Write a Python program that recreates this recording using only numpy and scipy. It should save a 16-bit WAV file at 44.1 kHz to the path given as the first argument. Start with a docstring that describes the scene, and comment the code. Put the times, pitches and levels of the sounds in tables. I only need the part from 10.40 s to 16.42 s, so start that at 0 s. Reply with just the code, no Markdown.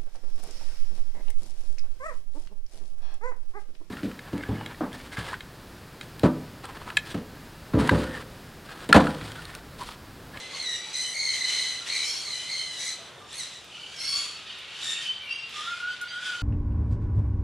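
"""Screeching birds in an outdoor aviary

Parrot-like birds screech a little way off, each a stack of partials on a fast trill near 2 kHz.
Shrill, hoarse and piping calls and pure whistles overlap them, all echoing off walls and sheds.
Behind them the flock rasps, clicks shaped by throat and beak, over a dull murmur of the surroundings.
Close by, gravel ticks in bursts of bright noise and small knocks ring."""
import sys
import numpy as np
from scipy import signal
from scipy.fft import rfft, irfft
from scipy.io import wavfile
from scipy.ndimage import uniform_filter1d

SR = 44100
rng = np.random.default_rng(int(sys.argv[2]) if len(sys.argv) > 2 else 0)


def file_out(sig):
    """Save sig as 16-bit WAV at sys.argv[1]."""
    # one column per channel
    cols = np.atleast_2d(sig).T
    # limit, then scale
    lim = np.clip(cols, -1, 1)
    pcm = np.round(lim * 32767).astype(np.int16)
    wavfile.write(sys.argv[1], SR, pcm)


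N = 265482

# One curve per screech. Each row: time in seconds, pitch in Hz, second partial's level in dB,
# trill depth as a share of the pitch.
SCREECH_CURVES = [
    [(0.11, 2183, -46, 0.054), (0.22, 2090, -36.5, 0.03), (0.28, 1947, -33.5, 0.009),
     (0.36, 1923, -33, 0.0062), (0.42, 1952, -43, .01), (0.52, 1960, -43.5, .009)],
    [(0.53, 2015, -43, 0.037), (0.56, 2015, -34.5, 0.039), (0.62, 2037, -34, 0.022),
     (0.68, 2017, -35, 0.0055), (0.74, 2015, -39, 0.011)],
    [(0.74, 2172, -39, 0.043), (0.77, 2160, -34, .034), (0.85, 2144, -32, 0.03), (0.97, 2046, -29.5, 0.036)],
    [(0.97, 2036, -33.5, 0.049), (1.05, 2023, -30, 0.024), (1.2, 2034, -30.5, .033),
     (1.36, 2022, -35.5, .015), (1.4, 2010, -40, 0.013), (1.45, 1960, -44.5, .018)],
    [(1.47, 2025, -39, 0.074), (1.57, 2100, -30, 0.059), (1.63, 2023, -34.5, 0.046),
     (1.7, 2140, -36.5, .047), (1.85, 2165, -41, 0.045)],
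    [(1.85, 2146, -37, 0.062), (1.89, 2090, -36.5, 0.043), (1.94, 2020, -36, 0.016),
     (2.05, 2020, -43, .013), (2.09, 2054, -42.5, 0.018)],
    [(2.09, 2040, -36, 0.051), (2.12, 2110, -33.5, .039), (2.2, 2084, -33, 0.029),
     (2.3, 2037, -41.5, 0.011), (2.39, 1930, -41.5, 0.02)],
    [(2.39, 1947, -39.5, 0.039), (2.49, 2033, -36, 0.04), (2.54, 2032, -41.5, 0.032),
     (2.58, 2000, -49, .03), (2.7, 2003, -56.5, .024)],
    [(2.87, 1650, -64, 0.092), (2.95, 2080, -47.5, .06), (2.98, 2174, -45, 0.047), (3.0, 2076, -36, 0.0055),
     (3.015, 1922, -39.5, .005), (3.04, 1900, -44, .005)],
    [(3.03, 2050, -40.5, 0.037), (3.06, 1977, -41.5, 0.055), (3.11, 1983, -51, 0.055),
     (3.16, 1942, -48, 0.051), (3.22, 1890, -60, 0.049)],
    [(3.59, 2117, -44.5, 0.019), (3.64, 2150, -36.5, 0.026), (3.69, 2240, -32.5, 0.019),
     (3.8, 2230, -30.5, 0.013), (3.86, 2245, -39, 0.013), (3.97, 2247, -48, 0.014), (4.02, 2260, -55, .013)],
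    [(4.41, 1894, -46, 0.057), (4.44, 1890, -35.5, .046), (4.48, 1826, -32, 0.026),
     (4.53, 1824, -31.5, 0.0094), (4.57, 1820, -37, 0.018), (4.62, 1863, -46, 0.032)],
    [(0.0, 2035, -49, .015), (0.08, 2050, -53, .015), (0.15, 2080, -52, .02)],
]
# Tone of each screech. Each row: first partial at start and end in dB, third partial in dB, in-between
# lines in dB, their entry in seconds, tilt at start and end in dB per octave, hiss in dB.
SCREECH_TONES = [(-4, -7, -8, -15, .2, -4.5, 2.5, -21), (-9, -4.5, -7.5, -8.5, 0.094, 3.5, 6, -16),
                 (-3, -4.5, -7, -10, .15, 1, -4.5, -23), (-4, -9, -9, -9.5, 0.072, -2.5, -2.5, -18.5),
                 (-4.5, -20, -10.5, -8, 0.13, 0, -3, -14), (-9.5, -4, -9.5, -7, .07, -2.5, 1.5, -15),
                 (-7, -5, -11.5, -7, .07, -2.5, -2, -19), (-4.5, -12, -8.5, -12, .12, 5.5, 3, -13.5),
                 (-11, -10, -11, -18, .16, 11.5, 11, -14), (-7, -6, -11, -13, .06, 5, -3, -14),
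                 (-11, -25, -18, -8, .08, 5.5, -11, -25), (-17, -2.5, -18, -7.5, .1, 2, 0.5, -19),
                 (2.5, 1, -9, -10, .02, 0, -2, -20)]
# Harmonics, and the lines between them. Each row: multiple of the pitch, level in dB.
SCREECH_PARTIALS = [(2, 0), (4, -13.5), (5, -22.5), (6, -43)]
BETWEEN_LINES = [(.5, -27.5), (1.5, 2), (2.5, -12), (3.5, -17), (4.5, -12.5)]


def screeches():
    """The pitch trills in quick upward sweeps, each louder in its middle; steadier lines lie between."""
    trill_hz, entry_rise_db, entry_ease_s = 77.6, 17, 0.016
    out = np.zeros((2, N))
    for rows, tone in zip(SCREECH_CURVES, SCREECH_TONES):
        first_db, first_end_db, third_db, between_db, entry_s, tilt, tilt_end, _ = tone
        where, s = span(rows)
        size = len(s)
        pitch, db, depth = in_time(rows, s)
        held_back_db = entry_rise_db / (1 + np.exp((s - s[0] - entry_s) / entry_ease_s))
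        between_db = between_db - held_back_db + 2 * drift(8, size)   # fade in, then flicker
        first_db = np.linspace(first_db, first_end_db, size)
        tilt = np.linspace(tilt, tilt_end, size)
        cycle = np.cumsum(trill_hz * (1 + 0.091 * drift(32, size))) / SR + rng.random()
        sweep = signal.sawtooth(2 * np.pi * cycle, .8) + 0.403 * drift(322, size)
        throb_db = -60 * depth * np.cos(2 * np.pi * cycle + 0.71)
        turns = np.cumsum(pitch * (1 + depth * sweep)) / SR
        steady_turns = np.cumsum(pitch * (1 + 0.18 * depth * sweep)) / SR
        upper = [(k, level + tilt * np.log2(k / 2)) for k, level in SCREECH_PARTIALS + [(3, third_db)]]
        for k, level in [(1, first_db)] + upper:
            out[:, where] += scattered_partial(k * turns, db + level + throb_db, k * pitch.mean(),
                                               fade_hz=40 + 40 * min(k, 2), scatter=.7)
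        for k, level in BETWEEN_LINES:
            out[:, where] += scattered_partial(k * steady_turns, db + between_db + level,
                                               k * pitch.mean(), fade_hz=80, scatter=.85)
    return out


# Shrill calls, lone lines within a screech, and hoarse far calls. Each row: start, peak and end in
# seconds, start and end pitch in Hz, level in dB, sag after the peak in dB.
SHRILL_CALLS = [(1.5, 1.53, 1.74, 2270, 2373, -37.5, 5), (1.63, 1.682, 1.83, 5500, 5570, -33.5, 7.5),
                (3.56, 3.612, 3.8, 5410, 5480, -37, 1)]
LONE_LINES = [(3.75, 3.775, 4.03, 7030, 7005, -41, 20), (3.72, 3.732, 3.96, 1119, 1200, -48.5, 10)]
HOARSE_CALLS = [(3.3, 3.37, 3.56, 2910, 2915, -47, 4.5), (3.5, 3.58, 4.4, 2910, 2900, -53, 7),
                (4.06, 4.1, 4.25, 3033, 2900, -44.5, 12), (4.24, 4.3, 4.5, 2803, 3020, -51, -2),
                (4.47, 4.5, 4.72, 2880, 2805, -47.5, -1.5), (4.6, 4.67, 4.69, 3010, 3040, -44, 7),
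                (5.1, 5.172, 5.36, 3533, 3380, -45.5, 2), (5.81, 5.864, 5.94, 3307, 3480, -43.5, 11)]
# Their timbres. Each row: multiple of the pitch, level in dB.
SHRILL_VOICE = [(.5, -19.5), (1, 0.5), (1.5, -45), (2, -20)]
HOARSE_VOICE = [(.5, -10), (1, 3.5), (1.5, -6.5), (2, -14.5), (2.5, -25), (3, -22)]


def rough_calls():
    """Fast pitch jitter and heavy scatter give these voices their grain."""
    shrill = calls(SHRILL_CALLS, SHRILL_VOICE, wobble=0.0262, wobble_hz=260, fade_hz=154, scatter=0.51)
    lone = calls(LONE_LINES, [(1, 0)], wobble=0.0097, wobble_hz=150, fade_hz=60, scatter=0.67)
    hoarse = calls(HOARSE_CALLS, HOARSE_VOICE, wobble=0.063, wobble_hz=248, fade_hz=58, scatter=1)
    return shrill + lone + hoarse


# Piping notes. Each row: start, peak and end in seconds, start and end pitch in Hz, level in dB,
# sag in dB, trim of the upper partials in dB.
PIPING_CALLS = [(4.6, 4.63, 4.67, 3100, 3094, -36.5, -2, -20),
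                (4.66, 4.685, 4.85, 3045, 3088, -33.5, 12.5, -18),
                (4.89, 4.928, 5.1, 3155, 3160, -45, 11, -1), (5.36, 5.385, 5.24, 3120, 3100, -44, 4, -14),
                (5.47, 5.5, 5.56, 3120, 3073, -44.5, -1.5, -8.5),
                (5.57, 5.59, 5.5, 3100, 3100, -48, 6, -12), (5.67, 5.69, 5.8, 3154, 3136, -44.5, 3, -4.5),
                (5.82, 5.868, 6.07, 3120, 3050, -43, 7, -6)]
# Their timbre. Each row: multiple of the pitch, level in dB.
PIPING_VOICE = [(.5, -34), (1, 1), (1.5, 2), (2, -12.5), (2.5, -14), (3, -17.5)]


def piping():
    """A run of short, nearly steady notes around 3.1 kHz."""
    return calls(PIPING_CALLS, PIPING_VOICE, wobble=0.0057, wobble_hz=59.6, fade_hz=24.2, scatter=0.51)


# Whistles in three registers. Each row: start, peak and end in seconds, start and end pitch in Hz,
# level in dB, sag in dB.
HIGH_NOTES = [(4.855, 4.895, 4.93, 2775, 2770, -32.5, 3), (4.904, 4.912, 4.92, 2750, 2735, -22, 12),
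              (4.921, 4.928, 4.94, 2750, 2790, -24, 11), (4.955, 4.962, 4.975, 2763, 2790, -29, 9),
              (4.975, 4.99, 5.09, 2767, 2760, -32.5, 7), (5.09, 5.14, 5.19, 2765, 2730, -43, 5)]
MID_NOTES = [(4.805, 4.836, 5.0, 2340, 2290, -42, 8.6)]
LOW_NOTES = [(5.14, 5.172, 5.28, 1200, 1255, -43, 3.5), (5.21, 5.27, 5.36, 1374, 1413, -39, -5.5),
             (5.365, 5.425, 5.53, 1447, 1456, -33.5, -1), (5.53, 5.566, 5.55, 1435, 1487, -34.5, 7),
             (5.6, 5.618, 5.68, 1465, 1442, -34, 3.5), (5.69, 5.72, 5.855, 1460, 1451, -38.5, -2.5),
             (5.85, 5.872, 6.06, 1486, 1400, -34.5, 4), (5.89, 5.905, 5.95, 1450, 1430, -38.5, 8)]
# Their timbres. Each row: multiple of the pitch, level in dB.
HIGH_VOICE = [(1, 0), (2, -24), (3, -38)]
MID_VOICE = [(1, 0.5), (2, -25), (3, -36), (4, -24), (5, -28)]
LOW_VOICE = [(1, -0.5), (2, -18)]


def whistles():
    """Almost pure gliding tones with faint overtones."""
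    high = calls(HIGH_NOTES, HIGH_VOICE, wobble=0.0033, wobble_hz=40, fade_hz=25, scatter=0.18)
    middle = calls(MID_NOTES, MID_VOICE, wobble=0.015, wobble_hz=151, fade_hz=40, scatter=0.69)
    low = calls(LOW_NOTES, LOW_VOICE, wobble=.008, wobble_hz=40, fade_hz=35, scatter=.35)
    return high + middle + low


# The flock's steady bed. Each row: time in seconds, throat level in dB, hiss level in dB.
FLOCK_BED = [(0.0, -51, -54.5), (0.1, -51.5, -64), (0.3, -61, -60), (0.45, -54.5, -60), (0.75, -62, -60),
             (1.4, -53.5, -64), (1.9, -54.5, -64), (2.4, -56, -52), (2.65, -54.5, -65), (2.85, -61.5, -69),
             (3.3, -58, -67), (3.65, -52.5, -57), (4.1, -51.5, -66.5), (4.36, -50, -64.5), (4.8, -51, -71),
             (5.03, -51.5, -70), (5.4, -50, -66.5), (6.02, -53, -68)]
# Raucous squawks. Each row: peak in seconds, throat and hiss in dB, rise and fall in seconds per 10 dB.
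SQUAWKS = [(0.17, -46.5, -50.5, 0.056, 0.1), (0.52, -52.5, -60, 0.17, 0.2), (0.97, -50.5, -45, 0.13, 0.06),
           (1.11, -43.5, -43.5, 0.067, 0.23), (1.479, -44.5, -49.5, 0.043, .12),
           (1.64, -51, -43.5, 0.054, 0.19), (1.74, -50.5, -57, .05, .15), (2.01, -51.5, -53, .04, .2),
           (2.43, -53, -55, .06, 0.1), (2.94, -50, -59, 0.055, 0.13), (3.03, -51, -53.5, .06, 0.2),
           (3.66, -51, -60, 0.073, .1), (3.77, -45.5, -46, .04, .1), (3.85, -47, -49.5, .05, .07),
           (4.45, -46, -48.5, 0.072, 0.09), (4.52, -56, -47.5, 0.033, 0.02),
           (4.63, -50.5, -51.5, 0.048, .1), (5.17, -45, -53, 0.063, 0.23), (5.53, -52, -62, 0.054, .06),
           (5.86, -46, -52.5, 0.052, 0.24)]
# EQ of the rasp and of the hiss. Each row: frequency in Hz, gain in dB.
THROAT_EQ = [(700, -12), (1200, -4.5), (2000, -3), (2600, 1.5), (3500, 3.5), (4500, -7.5), (6000, -25),
             (9000, -71)]
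HISS_EQ = [(3000, -45), (4500, -1), (5500, 1.5), (7000, 0.5), (9000, -4.5), (11000, -11.5), (13000, -30.5),
           (15500, -44)]


def flock(s):
    """Far birds through two ranges of throat and beak; squawks swell out, and each screech adds hiss."""
    throat_power, hiss_power = (amp(db) ** 2 for db in in_time(FLOCK_BED, s))
    for peak, throat_db, hiss_db, rise, fall in SQUAWKS:
        swell_db = -10 * np.where(s < peak, (peak - s) / rise, (s - peak) / fall)
        throat_power += amp(throat_db + swell_db) ** 2
        hiss_power += amp(hiss_db + swell_db) ** 2
    for rows, (*_, hiss_db) in zip(SCREECH_CURVES, SCREECH_TONES):
        sounding = (s > rows[0][0]) & (s < rows[-1][0])
        hiss_power += amp(in_time(rows, s)[1] + hiss_db) ** 2 * sounding
    birds = far_birds()
    rasp = coloured(birds * amp(0.84 * drift(82, N)), THROAT_EQ, 2300, 2778)
    hiss = coloured(birds * amp(0.5 * drift(90, N)), HISS_EQ, 6650, 7790)
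    return np.sqrt(throat_power) * rasp + np.sqrt(uniform_filter1d(hiss_power, size=441)) * hiss


def far_birds(count=6, gain_db=-3):
    """Each bird clicks once a cycle at a rough pitch, and takes a new pitch and level for every call."""
    out = rng.standard_normal((2, N))   # the blur of birds too far off to tell apart
    for bird in range(count):
        ends = np.cumsum(rng.uniform(.08, .25, size=80))
        pitch, level = rng.uniform(1100, 2500, size=81), rng.random(size=81) ** 3
        call = np.searchsorted(ends, np.arange(N) / SR)
        turns = np.cumsum(pitch[call] * (1 + .025 * drift(120, N))) / SR
        clicks = np.diff(np.floor(turns), prepend=0)
        voice = (clicks - clicks.mean()) / clicks.std() * uniform_filter1d(level[call], size=900)
        side = (-1) ** bird * np.roll(voice, 300 + 70 * bird)
        out += amp(gain_db) * np.array([voice, side])
    return out


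# Gravel ticks. Each row: start in seconds, level in dB, band centre in Hz, leftward pan in dB.
TICKS = [(0.3331, -44, 7600, -1), (0.5332, -45, 6200, -1.5), (1.479, -52, 7400, -1),
         (2.802, -57, 8500, 0.5), (3.2445, -52, 9500, 3), (4.0692, -51, 7000, -0.5), (4.187, -45, 7800, 0),
         (5.0953, -49, 9000, 4), (5.2664, -47, 6300, -0.5), (5.3053, -51, 7400, 3), (5.409, -53, 8000, 0.5),
         (5.6136, -34, 7600, 0.5)]


def gravel(snap_t60_s=.006, scuff_t60_s=0.17):
    """Each tick is a snap of bright noise with a softer scuff trailing it."""
    out, t = np.zeros((2, N + SR)), np.arange(SR // 8) / SR
    for start, db, hz, pan_db in TICKS:
        band = signal.butter(3, [.6 * hz, min(1.5 * hz, 19000)], "band", fs=SR, output="sos")
        envelope = amp(db - 60 * t / snap_t60_s) + amp(db - 13 - 60 * t / scuff_t60_s)
        burst = signal.sosfilt(band, rng.standard_normal((2, len(t)))) * envelope
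        left, right = burst * amp([[pan_db / 2], [-pan_db / 2]])
        out[:, round(start * SR):][:, :len(t)] += [left + right, left - right]
    return out[:, :N]


# Small knocks. Each row: start in seconds, level in dB, pitch in Hz.
KNOCKS = [(0.132, -43, 1105), (0.469, -45, 864), (1.408, -42.5, 1385), (1.876, -45, 1202),
          (2.258, -53, 1180), (2.589, -45, 668), (2.812, -43.5, 1188)]


def knocks(attack_s=0.0018, t60_s=0.25):
    """Each knock rings dully at one pitch, dead centre."""
    out, t = np.zeros((2, N + SR)), np.arange(SR // 8) / SR
    for start, db, hz in KNOCKS:
        envelope = amp(db - 60 * t / t60_s) * np.minimum(1, t / attack_s)
        out[0, round(start * SR):][:len(t)] += np.sin(2 * np.pi * hz * t) * envelope
    return out[:, :N]


def echoes(x, t60_s=.4, wet_db=-10):
    """Diffuse returns from walls and sheds, with a softened top."""
    t = np.arange(SR // 2) / SR
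    tail = signal.lfilter([1], [1, -.5], rng.standard_normal((2, len(t)))) * amp(-60 * t / t60_s)
    tail *= amp(wet_db) / np.sqrt(np.sum(tail[0] ** 2))
    return np.array([signal.fftconvolve(x[k], tail[k])[:N] for k in range(2)])


# Fader ride of the murmur. Each row: time in seconds, level in dB between 300 and 800 Hz.
MURMUR_LEVEL = [(0.0, -53), (0.2, -53), (0.3, -55.5), (2.5, -56.5), (2.8, -53), (2.95, -57.5), (5.9, -62.5),
                (6.02, -56)]
# EQ of the murmur and of the far rumble. Each row: frequency in Hz, gain in dB.
MURMUR_EQ = [(120, -37), (220, -11), (400, -4.5), (900, -7), (1500, -8.5), (2500, -24.5), (4500, -47),
             (9000, -27.5), (15500, -43)]
RUMBLE_EQ = [(15, -52), (25, -56), (65, 2.5), (81, 1), (156, 3.5), (200, -3), (231, -3), (260, -10),
             (340, -20), (570, -120)]


def murmur(s, rumble_db=-62):
    """Smooth far noise over a rumble that partly follows its level."""
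    noise = rng.standard_normal((2, 2, N))
    db = in_time(MURMUR_LEVEL, s)[0]
    rumble = amp(rumble_db + 0.65 * (db - db.mean())) * coloured(noise[1], RUMBLE_EQ, 60, 205)
    return rumble + amp(db) * coloured(noise[0], MURMUR_EQ, 300, 800)


def calls(notes, partials, wobble, wobble_hz, fade_hz, scatter):
    """A bird's voice: partials on one pitch that wobbles at random, by the share `wobble`."""
    out = np.zeros((2, N))
    for note in notes:
        rows = call_curve(*note)
        where, s = span(rows)
        pitch, db, *upper_db = in_time(rows, s)
        turns = np.cumsum(pitch * (1 + wobble * drift(wobble_hz, len(s)))) / SR
        for k, partial_db in partials:
            level = db + partial_db + (sum(upper_db) if k > 1 else 0)
            out[:, where] += scattered_partial(k * turns, level, k * pitch.mean(), fade_hz, scatter)
    return out


def call_curve(start, peak, end, start_hz, end_hz, db, sag_db, *upper_db):
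    """One call swells, sags and releases on a straight glide; a negative sag keeps it growing."""
    swell_db, release_db, release_share = 13, 12, 0.22
    times = [start, peak, end - release_share * (end - peak), end]
    levels = [db - swell_db, db, db - sag_db, db - sag_db - release_db]
    pitches = np.interp(times, [start, end], [start_hz, end_hz])
    return [(*point, *upper_db) for point in zip(times, pitches, levels)]


# Stereo width. Each row: frequency in Hz, side level against mid in dB.
WIDTH = [(60, -51), (130, -20.5), (290, -13), (640, -8.5), (1410, -15.5), (3100, -14), (6820, -8),
         (15000, 2.5)]


def scattered_partial(turns, db, hz, fade_hz, scatter):
    """Scattered paths make each partial fade by itself; `scatter` is their share of the mid's power."""
    size = len(turns)
    paths = [(drift(fade_hz, size) + 1j * drift(fade_hz, size)) / np.sqrt(2) for _ in range(2)]
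    mid = np.sqrt(1 - scatter) + np.sqrt(scatter) * paths[0]
    side = paths[1] * amp(at_hz(WIDTH, hz))
    ramp = np.minimum(1, np.arange(size) / (0.0013 * SR))
    envelope = np.sqrt(2) * amp(db) * np.minimum(ramp, ramp[::-1])
    return np.real(envelope * np.exp(2j * np.pi * (turns + rng.random())) * [mid, side])


def coloured(x, eq, low_hz, high_hz):
    """Applies an EQ and the stereo width; the mid gets rms 1 between the two frequencies."""
    hz = np.fft.rfftfreq(N, 1 / SR)
    spectrum = rfft(x) * amp(at_hz(eq, hz))
    spectrum[1] *= amp(at_hz(WIDTH, hz))
    power = 2 * np.sum(abs(spectrum[0, (hz > low_hz) & (hz < high_hz)]) ** 2) / N ** 2
    return irfft(spectrum, N) / np.sqrt(power)


def drift(hz, size):
    """Random modulation with spread 1: noise twice through a one-pole low-pass."""
    pole = np.exp(-2 * np.pi * hz / SR)
    slow = signal.lfilter([1], [1, -2 * pole, pole * pole], rng.standard_normal(size + 4000))[4000:]
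    return slow * (1 - pole * pole) ** 1.5 / np.sqrt(1 + pole * pole)


def amp(db):
    """Gain of a level in dB."""
    return 10 ** (np.asarray(db) / 20)


def at_hz(points, hz):
    """Reads an EQ curve on a log-frequency axis."""
    point_hz, db = np.transpose(points)
    return np.interp(np.log(np.maximum(hz, 1)), np.log(point_hz), db)


def in_time(rows, s):
    """The columns of a curve at the times s."""
    times, *columns = np.transpose(rows)
    return [np.interp(s, times, column) for column in columns]


def span(rows):
    """A call's slice of the timeline and its sample times in seconds."""
    first, stop = round(rows[0][0] * SR), min(round(rows[-1][0] * SR), N)
    return slice(first, stop), np.arange(first, stop) / SR


def scene():
    """Mixes the layers as mid and side, then turns them into left and right."""
    s = np.arange(N) / SR
    birds = screeches() + rough_calls() + piping() + whistles()
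    mid, side = birds + echoes(birds) + flock(s) + murmur(s) + gravel() + knocks()
    return np.array([mid + side, mid - side])


def record(dry, low_cut_hz=48, high_cut_hz=15650):
    """The microphone drops the deepest bass; the top is cut steeply."""
    dry = signal.sosfilt(signal.butter(3, low_cut_hz, "high", fs=SR, output="sos"), dry)
    return signal.sosfilt(signal.ellip(12, .5, 80, high_cut_hz, fs=SR, output="sos"), dry)


dry = scene()
out = record(dry)
file_out(out)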